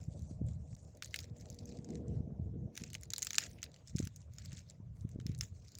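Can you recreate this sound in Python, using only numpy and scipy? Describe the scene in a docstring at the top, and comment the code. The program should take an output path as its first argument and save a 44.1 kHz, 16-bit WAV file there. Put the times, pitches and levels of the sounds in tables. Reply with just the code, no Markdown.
"""Dry twigs and pine litter are crushed and snapped by hand in a wood, a few steps from the microphone.
Snaps are short noise bursts with a ringing piece; litter is a flurry of decaying sine clicks over a rustle.
A fly passes as a wavering tone with overtones. Wind buffets and thumps the microphone as filtered noise
and single pulses; the pines hum and far leaves hiss as patchy noise. Twice the sound drops out briefly."""
import sys
import numpy as np
from scipy import signal
from scipy.fft import rfft, irfft, next_fast_len
from scipy.io import wavfile
from scipy.ndimage import uniform_filter1d, map_coordinates

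SR = 44100
rng = np.random.default_rng(int(sys.argv[2]) if len(sys.argv) > 2 else 0)


def persist_wave(psi):
    """Save psi, clipped to +-1, as 16-bit WAV."""
    counts = np.round(np.clip(psi, -1, 1) * 32767).astype(np.int16)
    wavfile.write(sys.argv[1], SR, np.atleast_2d(counts).T)


N = 255339


# the louder snaps of twigs; the three shares are relative to the crack:
# (time [s], crack level [dB], thick-wood knock [dB], stalk [dB], splinter fizz [dB], ringing piece [Hz])
LOUD_SNAPS = [(0.0385, -57, -21, -16, -16, 6940), (0.1926, -48.5, -13.5, -7, -7, 6500),
              (0.221, -50.5, -16.5, -10.5, -3, 6120), (0.4654, -63.5, -10.0, -6, 8, 7350),
              (0.4855, -50, -5.5, -2, -12, 7350), (0.7495, -48, -25.5, -20, -10, 5880),
              (0.7654, -56, -7, -6, -2, 4950), (0.9495, -54.5, -32, -19, -11, 6800),
              (0.9711, -51.5, -12, -8, -0.5, 6560), (1.0229, -32, 0.5, 5, -4.5, 2520),
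              (1.0332, -42, -4, 1.5, -1, 4290), (1.045, -33.5, -21, -5, -10, 6740.0),
              (1.058, -39.5, -10.5, -8.0, 0, 6610), (1.109, -61, -17, 8, 2, 4880),
              (1.142, -36.5, 9.5, 5.5, 2.0, 2100), (1.16, -29.5, -5.5, 2, -2.0, 2570),
              (1.1892, -30.5, -9, 1, -5, 5040), (1.203, -42, -25, 2, 0.5, 5100.0),
              (1.228, -51, -17.5, 4, -9, 5550), (1.2416, -47, -5, 3.5, -10, 5530),
              (1.2975, -64, -16, 4.5, -11, 5270), (1.368, -57, -18.5, -12.5, 1, 6560),
              (1.4095, -44.5, -26.0, -14.0, -6, 5790), (1.4562, -48.5, -6.5, -2.5, -15, 4160),
              (1.5007, -36.5, -25, -19, -4.5, 6580), (1.5171, -54, -16, -4.5, -3.5, 5700),
              (1.5273, -48, -26, -5, -5, 5000), (1.5441, -46, -23, -18.5, -4.5, 6200),
              (1.588, -42, -32.5, 2.5, -13.0, 4700), (1.6555, -43.0, -30, -18, -4.5, 6430),
              (1.6912, -46.5, -14, -9, -14, 6360.0), (1.7703, -49.5, -21, 1.5, -10, 5600),
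              (1.7874, -52, -9, -2, -13, 4810), (1.845, -47, -11, -19, -11, 6740),
              (1.8887, -57, -3.5, 5.5, -18.5, 6170), (1.9038, -46, -11.5, -2, -10, 6940),
              (1.954, -45.5, -7, -17, -16, 6200), (2.081, -53.5, -26, -22, -17, 7090),
              (2.7534, -42.5, -9, -9.5, -4, 5970), (2.7657, -48, -6, 2.5, -5, 6500),
              (2.7753, -30.5, -4, 2.5, -2.5, 6180), (2.819, -45, -8, -1.5, -16, 6920),
              (2.8368, -34.0, -7.5, 3, -6.5, 6660), (2.9015, -39.5, -16.5, -6, -7, 4240),
              (2.932, -37.5, -8, -11, 0, 7580), (2.9426, -34, -17, 0, -4, 6460),
              (2.9506, -37, 1.5, 5.5, 0, 2970), (3.0105, -48, -26, -13, 0.5, 7800),
              (3.033, -36, -14.5, -11, -3.0, 6700), (3.0546, -52.0, -7, -4.5, -11.0, 7040.0),
              (3.1034, -30, -14, -4, -10.0, 6490), (3.1198, -46, -16, -3, -14.5, 6940),
              (3.135, -23, -10.5, 1, -4, 3930), (3.1614, -34, -17, 2.5, -6, 4350),
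              (3.1811, -25.5, -11, -3, 0, 7240), (3.19, -34.0, -24, -12, -8.5, 6530),
              (3.2032, -49, -18.0, -8.5, -3.5, 6700.0), (3.2207, -25.5, -13, -10, -16.5, 6860),
              (3.2274, -20.5, -14, -6.5, -4.5, 6560), (3.2328, -31, -13, -4, -6, 6600),
              (3.2473, -35.5, -13.5, -13.0, 4.5, 6700), (3.269, -22.5, -9.5, -1, -7.5, 7420),
              (3.3058, -25, -9, -2.5, -4.0, 6230.0), (3.3312, -28.5, -9.5, -21, -5, 6720),
              (3.3442, -30.0, -3, -5, -6, 5880.0), (3.3533, -28, -13, 1, -13, 6680.0),
              (3.3615, -36, -13.0, -5.5, -5.5, 7500), (3.3824, -17, -3, 4, -1.5, 7170),
              (3.4373, -35, -7, 0, -13, 6640), (3.4775, -58, -14, 1, -10, 5620),
              (3.5855, -65, 9.5, 8.5, -17, 2110), (3.6182, -48.5, -16, -3, -9, 5800.0),
              (3.629, -27.5, -5.5, -8, -8, 6360), (3.6392, -37.5, -4.0, 3.5, 0.5, 4060),
              (3.6623, -59.5, 8, 4, -12.0, 2580.0), (3.7167, -55, -14, 1, -12, 4580),
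              (3.742, -50, -12, 1.5, -18, 4380), (3.7616, -59.5, -1.5, 8, 0, 2930),
              (3.874, -45.5, -34, -12, -5.5, 5230), (3.8814, -45.5, -21, -5, -12, 5300),
              (3.9622, -37, -33, -14, -5.0, 5290.0), (3.968, -41, -21, -1, -18, 6430),
              (3.9838, -34.5, -5, -11, -5.5, 6530), (3.9907, -31.5, -20, -7, -11, 6760),
              (4.038, -51, -9.5, 3, -0.5, 6180), (4.0513, -38, -14.5, -12, 0, 6050),
              (4.072, -33.0, -10.5, -14, -5, 6060), (4.1607, -39.5, -23, -19, -1, 6560),
              (4.2046, -57, -19, -7.5, -11, 6740), (4.336, -49.5, -14, -11.5, -0.5, 6800),
              (4.3838, -37.5, -10, -14, -8.5, 5280), (4.4203, -59, -13, 1, -17.0, 4920),
              (4.4574, -42.5, -21, 2, -1, 4960), (4.5184, -46.0, -12.0, -5.5, -20, 6130.0),
              (4.5286, -42.5, -15, -7.0, -5.5, 7120), (4.5474, -54, -6.5, -8, -20.5, 6470),
              (4.5691, -49, -20, 3.5, -12, 3540), (4.5789, -50, -22, -3, -6, 6500),
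              (4.5909, -46.5, -16, -3, -14.5, 6500), (4.6983, -43, -23, -3, -13, 7520),
              (4.7076, -49.5, -13, -12.5, -17.5, 6730.0), (5.0088, -53.0, -20.0, -1, -18.5, 7100),
              (5.0907, -54, -10.5, -12, 1.5, 5960), (5.1144, -55.5, -18, -18, -15, 7670),
              (5.2001, -57.5, 8, 8.5, -0.5, 3090), (5.2116, -53.5, -4, 2, -12, 3810.0),
              (5.2654, -32, -12.5, -4, -5.5, 5360), (5.3166, -53, -3.0, 4, -15, 2440),
              (5.348, -43.5, -10, 1, -11, 6560), (5.379, -50, -28, -11.5, -1, 7230),
              (5.388, -46.5, -35, -14.5, 4, 7260), (5.4094, -25.5, -7.5, -35, -4, 5200),
              (5.4332, -37.5, -8.5, -10, -4.5, 1740.0), (5.6822, -51.5, -12, 3.5, -4.5, 5880),
              (5.7186, -49, -32, -11.0, -5, 5630.0), (5.7519, -38.5, -28, -3, -6.5, 4830),
              (5.7855, -41.5, -9, 1, 3, 4830)]
SNAP_T60_S, RING_T60_S, RING_DB = 0.014, 0.011, -3  # fibres tearing, the ringing piece


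def snaps():
    """Each break is a sharp burst that dies in milliseconds and leaves one piece ringing at its own pitch."""
    t = np.arange(SR // 16) / SR
    tracks = np.zeros((4, N + len(t)))  # crack, knock, stalk, fizz
    rings = np.zeros(N + len(t))
    rise = 1 - np.exp(-(t / 0.00048) ** 2)
    crack_decay = amp(-60 * t / 0.0037)
    tearing_decay = 0.53 * amp(-60 * t / SNAP_T60_S)
    faint_tail = amp(-24.5 - 60 * t / 0.059)
    shape = rise * (crack_decay + tearing_decay + faint_tail)
    for s, db, knock_db, stalk_db, fizz_db, ring_hz in small_snaps() + list(LOUD_SNAPS):
        start = round(s * SR)
        burst = shape * rng.standard_normal(len(t))
        burst *= np.linalg.norm(shape) / np.linalg.norm(burst)  # each break has the strength of its row
        burst[round(0.0007 * SR)] += 1.64 * rng.choice([-1, 1])  # the fibres part in one instant
        shares_db = np.array([[0], [knock_db], [stalk_db], [fizz_db]])
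        tracks[:, start:start + len(t)] += amp(db + shares_db) * burst
        # the piece rings as loud as the part of the wood its pitch belongs to
        part_db = knock_db if ring_hz < 2800 else stalk_db if ring_hz < 5000 else 0
        ring = amp(db + part_db + RING_DB - 60 * t / RING_T60_S) * np.sin(2 * np.pi * ring_hz * t)
        rings[start:start + len(t)] += rise * ring
    return wood(*tracks[:, :N]) + rings[:N]


# average shares of a small snap, relative to its crack: (knock [dB], stalk [dB], fizz [dB])
SMALL_SHARES = [-11.5, -4.5, -16]
SMALL_OVER_DB, SMALL_SPREAD_DB = 11, 1  # over the crackle they come from, random spread


def small_snaps(count=60):
    """Chance snaps come while the hand is busy, as rows like the louder ones."""
    level = grip()[0]
    busy = np.cumsum(np.sqrt(level) * (level > amp(-80)))
    draw = rng.standard_normal((count, 4))
    when, pitch = rng.random((count, 2)).T
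    at = np.searchsorted(busy, when * busy[-1])
    db = np.minimum(20 * np.log10(level[at]) + SMALL_OVER_DB, -45) + SMALL_SPREAD_DB * draw[:, 0]
    shares_db = SMALL_SHARES + 5 * draw[:, 1:]
    ring_hz = 4200 + 3200 * pitch
    return list(np.column_stack([at / SR, db, shares_db, ring_hz]))


SMOOTH_DB, GRAINY_DB = -82.5, -65.5  # soft handling mostly rustles, hard squeezes click


def crackle(count=16000, size=192):
    """Needles and bark give way in flurries of tiny clicks over a patchy rustle of rubbing litter."""
    level, knock, stalk, fizz = grip()
    when, pitch, life, loud, turn = rng.random((count, 5)).T
    press_db = 4.5 * wobble(90) + 2.0 * wobble(250)  # the grip tightens and slips
    busy = np.cumsum(amp(press_db))
    start = np.searchsorted(busy, when * busy[-1])
    hz = (900 + (16000 - 900) * pitch)[:, None]
    t60 = (0.001 * 5 ** life)[:, None]  # 1 to 5 ms
    t = np.arange(size) / SR
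    click_db = -3 * np.log(loud + 0.003)[:, None]  # many faint, few loud
    envelope = amp(click_db - 60 * t / t60) * (1 - np.exp(-t / 0.0002))
    rows = envelope * np.sin(2 * np.pi * (hz * t + turn[:, None]))
    places = start[:, None] + np.arange(size)
    clicks = np.bincount(places.ravel(), rows.ravel(), N + size)[:N]
    hard = np.clip((20 * np.log10(level) - SMOOTH_DB) / (GRAINY_DB - SMOOTH_DB), 0.2, 1)
    rustle = amp(0.6 * hard * press_db) * rng.standard_normal(N)
    mix = hard * unit(clicks) + np.sqrt(1.5 - hard ** 2) * unit(rustle)
    litter = patchy(mix, depth_db=3.0)
    return wood(level * litter, knock * litter, stalk * litter, fizz * litter)


# squeezes of the hand and steps on litter; the three shares are relative to the crackle:
# (start [s], hold [s], crackle level [dB], thick wood [dB], stalk [dB], splinter [dB])
HAND_SQUEEZES = [(0.014, 0.04, -68.5, -11.5, -14, -6.5), (.11, 0.23, -72.5, -15.5, -2, -30),
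                 (0.473, .05, -72.5, -12, -8, -28), (0.602, 0.057, -80, -23, -17.5, -19),
                 (.7, 0.055, -73, -26, -18, -18), (0.802, 0.028, -72.5, -31, -14, -24),
                 (0.878, .03, -73, -21.5, -15, -8.5), (0.975, 0.0046, -74, -8, -11, -6),
                 (1.049, 0.01, -60.5, -15, 0.5, -3), (1.127, 0.033, -69, -23, -7, -6),
                 (1.144, .09, -60, -8, -1.5, -6.5), (1.37, 0.043, -66.5, -10.5, -15, -8.5),
                 (1.459, .18, -69, -14, -1, -5.5), (1.685, 0.041, -66, -8, 2, -8),
                 (1.774, 0.09, -76, -10.5, -4, -13), (1.886, .09, -70.5, -7, 0, -11),
                 (2.08, 0.092, -79, -3, 4, -13), (2.769, 0.023, -57.5, -5.5, -10.5, -3.5),
                 (2.838, 0.036, -67, -7, -4, -13), (2.911, 0.062, -67.5, -11, -3, -6.5),
                 (3.026, 0.025, -70.5, -12, -3, -4.5), (3.13, 0.052, -62, -8, -11, -5.5),
                 (3.223, 0.061, -56, -14.5, -5, -6.5), (3.303, 0.03, -61.5, -14, -3, -5),
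                 (3.399, 0.016, -46, -8, 0, -6), (3.424, 0.037, -57, -8.5, -7, -11),
                 (3.49, .04, -68.5, -15, -2, 2), (3.578, 0.017, -75, -3, -3, -7),
                 (3.634, 0.013, -62.5, -4, 0.5, -6), (3.747, 0.04, -69, -7, -2.5, -7),
                 (3.881, 0.011, -63, -16, -3, -11.5), (3.982, 0.065, -56, -8, -3, -7),
                 (4.148, 0.068, -72, -9.5, -13.5, -21.5), (4.326, 0.042, -71, -11.5, -2.5, -5.5),
                 (4.391, .04, -66, -6.5, 1, -8), (4.459, .07, -62, -6.5, -1, -12),
                 (4.55, .05, -65, -9, -0.5, -8), (4.689, 0.02, -67.5, -7.5, 1, -4.5),
                 (4.959, .07, -76, -20.5, -22.5, 1), (5.098, 0.027, -74.5, -12, -7, -8.5),
                 (5.201, 0.0071, -73, -10, -5, -5), (5.278, 0.044, -68, -5, -8, -5),
                 (5.42, 0.01, -54.5, -13.5, -9.5, -6.5), (5.546, 0.082, -71.5, -18, -5, -11),
                 (5.65, 0.42, -71, -10, 2.5, -7.5)]
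GRIP_DB_PER_S, SETTLE_DB_PER_S = 600.5, 300  # a squeeze swells fast and settles slower
REST_DB, REST_FIZZ_DB = -93, -15  # litter left alone, its splinter share


def grip():
    """Each squeeze swells, holds and settles: gains of the crackle, its thick wood, stalks and splinters."""
    start, hold, db, knock_db, stalk_db, fizz_db = np.transpose(HAND_SQUEEZES)[:, :, None]
    t = np.arange(0, N + 64, 64) / SR
    swell_db = GRIP_DB_PER_S * np.clip(start - t, 0, None)
    settle_db = SETTLE_DB_PER_S * np.clip(t - start - hold, 0, None)
    each = amp(db - swell_db - settle_db)
    parts = [(0, 0), (knock_db, 0), (stalk_db, 0), (fizz_db, REST_FIZZ_DB)]
    sums = [amp(REST_DB + rest_db) + (each * amp(share_db)).sum(0) for share_db, rest_db in parts]
    return [np.interp(np.arange(N) / SR, t, gain) for gain in sums]


# colour of breaking wood through the microphone: (frequency [Hz], relative level [dB per Hz])
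WOOD_COLOUR = [(470, -62), (800, -20), (886, -11), (981, -30), (1140, -20), (1720, -14), (2030, -11),
               (3090, -11), (3840, -3.5), (5280, 2), (7170, 8.5), (12200, -17.5), (13600, -26.5),
               (15000, -9.5), (16800, -29.5)]


def wood(crack, knock, stalk, fizz):
    """Thick wood sounds low, thinner stalks above it, then the break itself, and splinters on top."""
    low = coloured(knock, lambda f: along(WOOD_COLOUR, f) * above(f, 1176) * below(f, 2810))
    mid = coloured(stalk, lambda f: along(WOOD_COLOUR, f) * above(f, 3780) * below(f, 5210))
    high = coloured(crack, lambda f: along(WOOD_COLOUR, f) * above(f, 5126) * below(f, 8740))
    top = coloured(fizz, lambda f: along(WOOD_COLOUR, f) * above(f, 8770))
    return low + mid + high + top


WING_HZ, FLY_DB = 239.4, -52  # mean wingbeat, its mean level when nearest
NEAREST_S, NEAREST_M, COMING_M_PER_S, LEAVING_M_PER_S = 1.99, 0.14, 0.96, 2.4
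TAKE_OFF_S, LANDS_S = 1.165, 2.25  # the wings start and stop


def fly():
    """Wingbeats: a slightly unsteady tone with a strong octave, fading with distance."""
    s = np.arange(N) / SR - NEAREST_S
    speed = np.where(s < 0, COMING_M_PER_S, LEAVING_M_PER_S)
    metres = np.hypot(NEAREST_M, speed * s)
    turn = 2 * np.pi * np.cumsum(WING_HZ * (1 + 0.0035 * wobble(20))) / SR
    tone = np.sin(turn) + amp(-2) * np.sin(2 * turn) + amp(-28) * np.sin(3 * turn)
    since_start = s + NEAREST_S - TAKE_OFF_S
    until_stop = LANDS_S - NEAREST_S - s
    flying = np.clip(np.minimum(since_start, until_stop) / 0.045, 0, 1)
    return flying * amp(FLY_DB + 4.5 * wobble(11.8)) * NEAREST_M / metres * tone


# single thumps of air on the microphone; the pulse plays 6 dB under its level, its swing at 0.93 of its rate:
# (time [s], level [dB], pulse rate [Hz])
AIR_THUMPS = [(0.0858, -28.5, 119), (0.194, -38.5, 136), (0.3126, -36, 215), (0.4169, -26.5, 188.5),
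              (0.4473, -33, 126.4), (0.734, -45, 122), (1.3146, -35.5, 108), (1.4382, -51, 179),
              (1.529, -40, 159), (1.6954, -37.5, 196), (1.7931, -35, 150.4), (2.098, -31, 179),
              (2.173, -31, 109.5), (2.2069, -28.5, 175.5), (2.277, -33, 190), (2.3237, -31, 170),
              (2.399, -31, 154.4), (2.6589, -32, 112), (2.8027, -41, 75), (2.8192, -35, 167.7),
              (3.955, -23, 148.5), (4.0023, -25, 237), (4.032, -31.5, 131), (4.043, -30, 101),
              (4.0705, -34, 149), (4.5346, -38, 130.7), (4.8023, -42, 181), (5.0515, -26.5, 135),
              (5.1607, -33.5, 220), (5.19, -37.5, 260), (5.261, -29, 157), (5.2972, -27, 153)]


def thumps():
    """A single eddy pushes or pulls the diaphragm, which swings back on both sides of the pulse."""
    half = SR // 40
    t = np.arange(-half, half) / SR
    out = np.zeros(N)
    for s, db, hz in AIR_THUMPS:
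        u = t * hz
        swing = np.exp(-(u / 0.66) ** 2) * np.cos(2 * np.pi * 0.93 * u)
        edge = 1.39 * np.exp(-(u / 0.17) ** 2)  # the steep front of the eddy
        start = round(s * SR) - half - 1
        out[start:start + len(t)] += rng.choice([-1, 1]) * amp(db - 6.0) * (swing + edge)
    return signal.sosfiltfilt(signal.butter(2, 60, "high", fs=SR, output="sos"), out)


# wind on the microphone: (time [s], buffeting level [dB], upper rumble level [dB])
WIND_LEVELS = [(0.0, -47, -67.5), (0.11, -45.5, -68.5), (0.39, -48.5, -73), (0.42, -41, -72),
               (0.69, -49.5, -81), (0.74, -46, -76), (0.77, -59, -76.5), (1.51, -49.5, -60.5),
               (1.93, -54, -47), (2.19, -39.5, -48), (2.26, -44, -56), (2.64, -45, -55), (2.76, -69.5, -60),
               (2.82, -44, -65), (2.85, -54, -65), (3.11, -51.5, -64), (3.16, -61.5, -67.5),
               (3.66, -55, -64.5), (3.87, -61.5, -78.5), (3.95, -43.5, -70), (4.18, -54, -73.5),
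               (4.55, -50, -73.5), (4.76, -60, -77.5), (4.85, -46, -73), (5.01, -50.5, -73.5),
               (5.05, -46.5, -72), (5.1, -49.5, -69.5), (5.26, -45.5, -60.5), (5.6, -54, -71.5),
               (5.79, -59, -71)]
# colour of wind on the microphone: (frequency [Hz], relative level [dB per Hz])
BUFFET_COLOUR = [(12, -55.5), (20, -37.5), (73, 2), (119, 0), (186, -7), (392, -21), (483, -18.5),
                 (528, -41), (700, -35.5), (910, -66.5), (1540, -120)]


def wind():
    """Eddies buffet the microphone in lumps; an upper rumble rises and falls on its own curve."""
    level_db, upper_db = curves(WIND_LEVELS)
    low = coloured(rng.standard_normal(N), lambda f: along(BUFFET_COLOUR, f) * below(f, 186))
    high = coloured(rng.standard_normal(N), lambda f: along(BUFFET_COLOUR, f) * above(f, 204.6))
    lumps_db = 1.5 * wobble(25) + 1.6 * wobble(9)
    buffeting = unit(amp(lumps_db) * low)
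    rumble = unit(amp(lumps_db + 2.5 * wobble(40)) * high)
    return amp(level_db) * buffeting + amp(upper_db) * rumble


# hum of the pine crowns, before its random waver: (time [s], level [dB])
CROWN_HUM = [(0.0, -67), (0.32, -66.5), (0.85, -71), (2.11, -62.5), (3.05, -73.5), (3.55, -68.5),
             (4.11, -77.5), (5.31, -75.5), (5.79, -80)]
# colour of the hum: (frequency [Hz], relative level [dB per Hz])
PINE_COLOUR = [(150, -28.5), (250, -2.5), (313, -5), (401, -8.5), (484, -2.5), (633, -1.5), (986, -22),
               (1500, -47.5), (1950, -53), (3300, -120)]
# colour of far leaves and microphone hiss: (frequency [Hz], relative level [dB per Hz])
AIR_COLOUR = [(530, -12.5), (900, -9), (981, -6), (1370, -11.5), (1640, -14.5), (2260, -24.5),
              (4430, -24.5), (6240, -16), (9820, -34), (15300, -34.5), (16800, -29)]
AIR_DB = -83


def wood_air():
    """The pines hum low in the wind; far leaves hiss faintly, both as patchy filtered noise."""
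    hum = coloured(patchy(rng.standard_normal(N), depth_db=3.0), lambda f: along(PINE_COLOUR, f))
    hiss = coloured(patchy(rng.standard_normal(N), depth_db=4.0), lambda f: along(AIR_COLOUR, f))
    hum_db = curves(CROWN_HUM)[0] + 2.3 * wobble(26)
    return amp(hum_db) * hum + amp(AIR_DB) * hiss


def amp(db):
    """Gain of a level in dB."""
    return 10 ** (np.asarray(db) / 20)


def unit(x):
    """x at rms 1."""
    return x / np.sqrt(np.mean(x ** 2) + 1e-20)


def along(points, hz):
    """Gain of (Hz, dB) points on a log axis."""
    f, db = np.transpose(points)
    return amp(np.interp(np.log(hz + 1), np.log(f + 1), db))


def curves(rows):
    """One value per sample for each column after the time."""
    s, *columns = np.transpose(rows)
    return [np.interp(np.arange(N) / SR, s, c) for c in columns]


def wobble(rate):
    """A smooth random curve, rate knots a second."""
    knots = rng.standard_normal(int(N * rate / SR) + 4)
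    return map_coordinates(knots, [np.arange(N) * rate / SR])


def coloured(x, gain):
    """x through a causal filter of the given gain per frequency that keeps the power of white noise."""
    m = 2 * next_fast_len(N // 2 + 4096)
    g = gain(np.fft.rfftfreq(m, 1 / SR))
    # folding the cepstrum gives minimum phase, so nothing sounds before its cause
    ceps = irfft(np.log(g / np.sqrt(np.mean(g ** 2)) + 1e-6), m)
    ceps[1:m // 2] *= 2
    ceps[m // 2 + 1:] = 0
    return irfft(rfft(x, m) * np.exp(rfft(ceps)), m)[:N]


def above(hz, edge_hz):
    """Gain of a fourth-order slope that passes what lies above an edge."""
    return 1 / np.sqrt(1 + (edge_hz / (hz + 1)) ** 8)


def below(hz, edge_hz):
    """Gain of a fourth-order slope that passes what lies below an edge."""
    return 1 / np.sqrt(1 + (hz / (edge_hz + 1)) ** 8)


def patchy(x, depth_db):
    """x at rms 1 with random louder and softer patches in pitch and time."""
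    z = signal.stft(x, nperseg=256)[2]
    field = uniform_filter1d(rng.standard_normal(z.shape), size=4, axis=0)
    field = uniform_filter1d(field, size=10, axis=1)
    return unit(signal.istft(z * amp(depth_db * unit(field)), nperseg=256)[1][:N])


def scene():
    """All sources add up at one microphone."""
    return (snaps() + crackle() + fly() + thumps() + wind() + wood_air())[None]


DROPOUTS_S, DROPOUT_WIDTH_S = [0.7605, 2.761], 0.0034
TOP_HZ = 16900


def record(dry):
    """The sound drops out for an instant at two moments; nothing above the band limit is kept."""
    t = np.arange(N) / SR
    gates = [1 - np.exp(-((t - s) / DROPOUT_WIDTH_S) ** 4) for s in DROPOUTS_S]
    gated = dry * np.prod(gates, axis=0)
    m = next_fast_len(N + 4096)
    in_band = np.fft.rfftfreq(m, 1 / SR) < TOP_HZ
    return irfft(rfft(gated, m) * in_band, m)[:, :N]


dry = scene()
out = record(dry)
persist_wave(out)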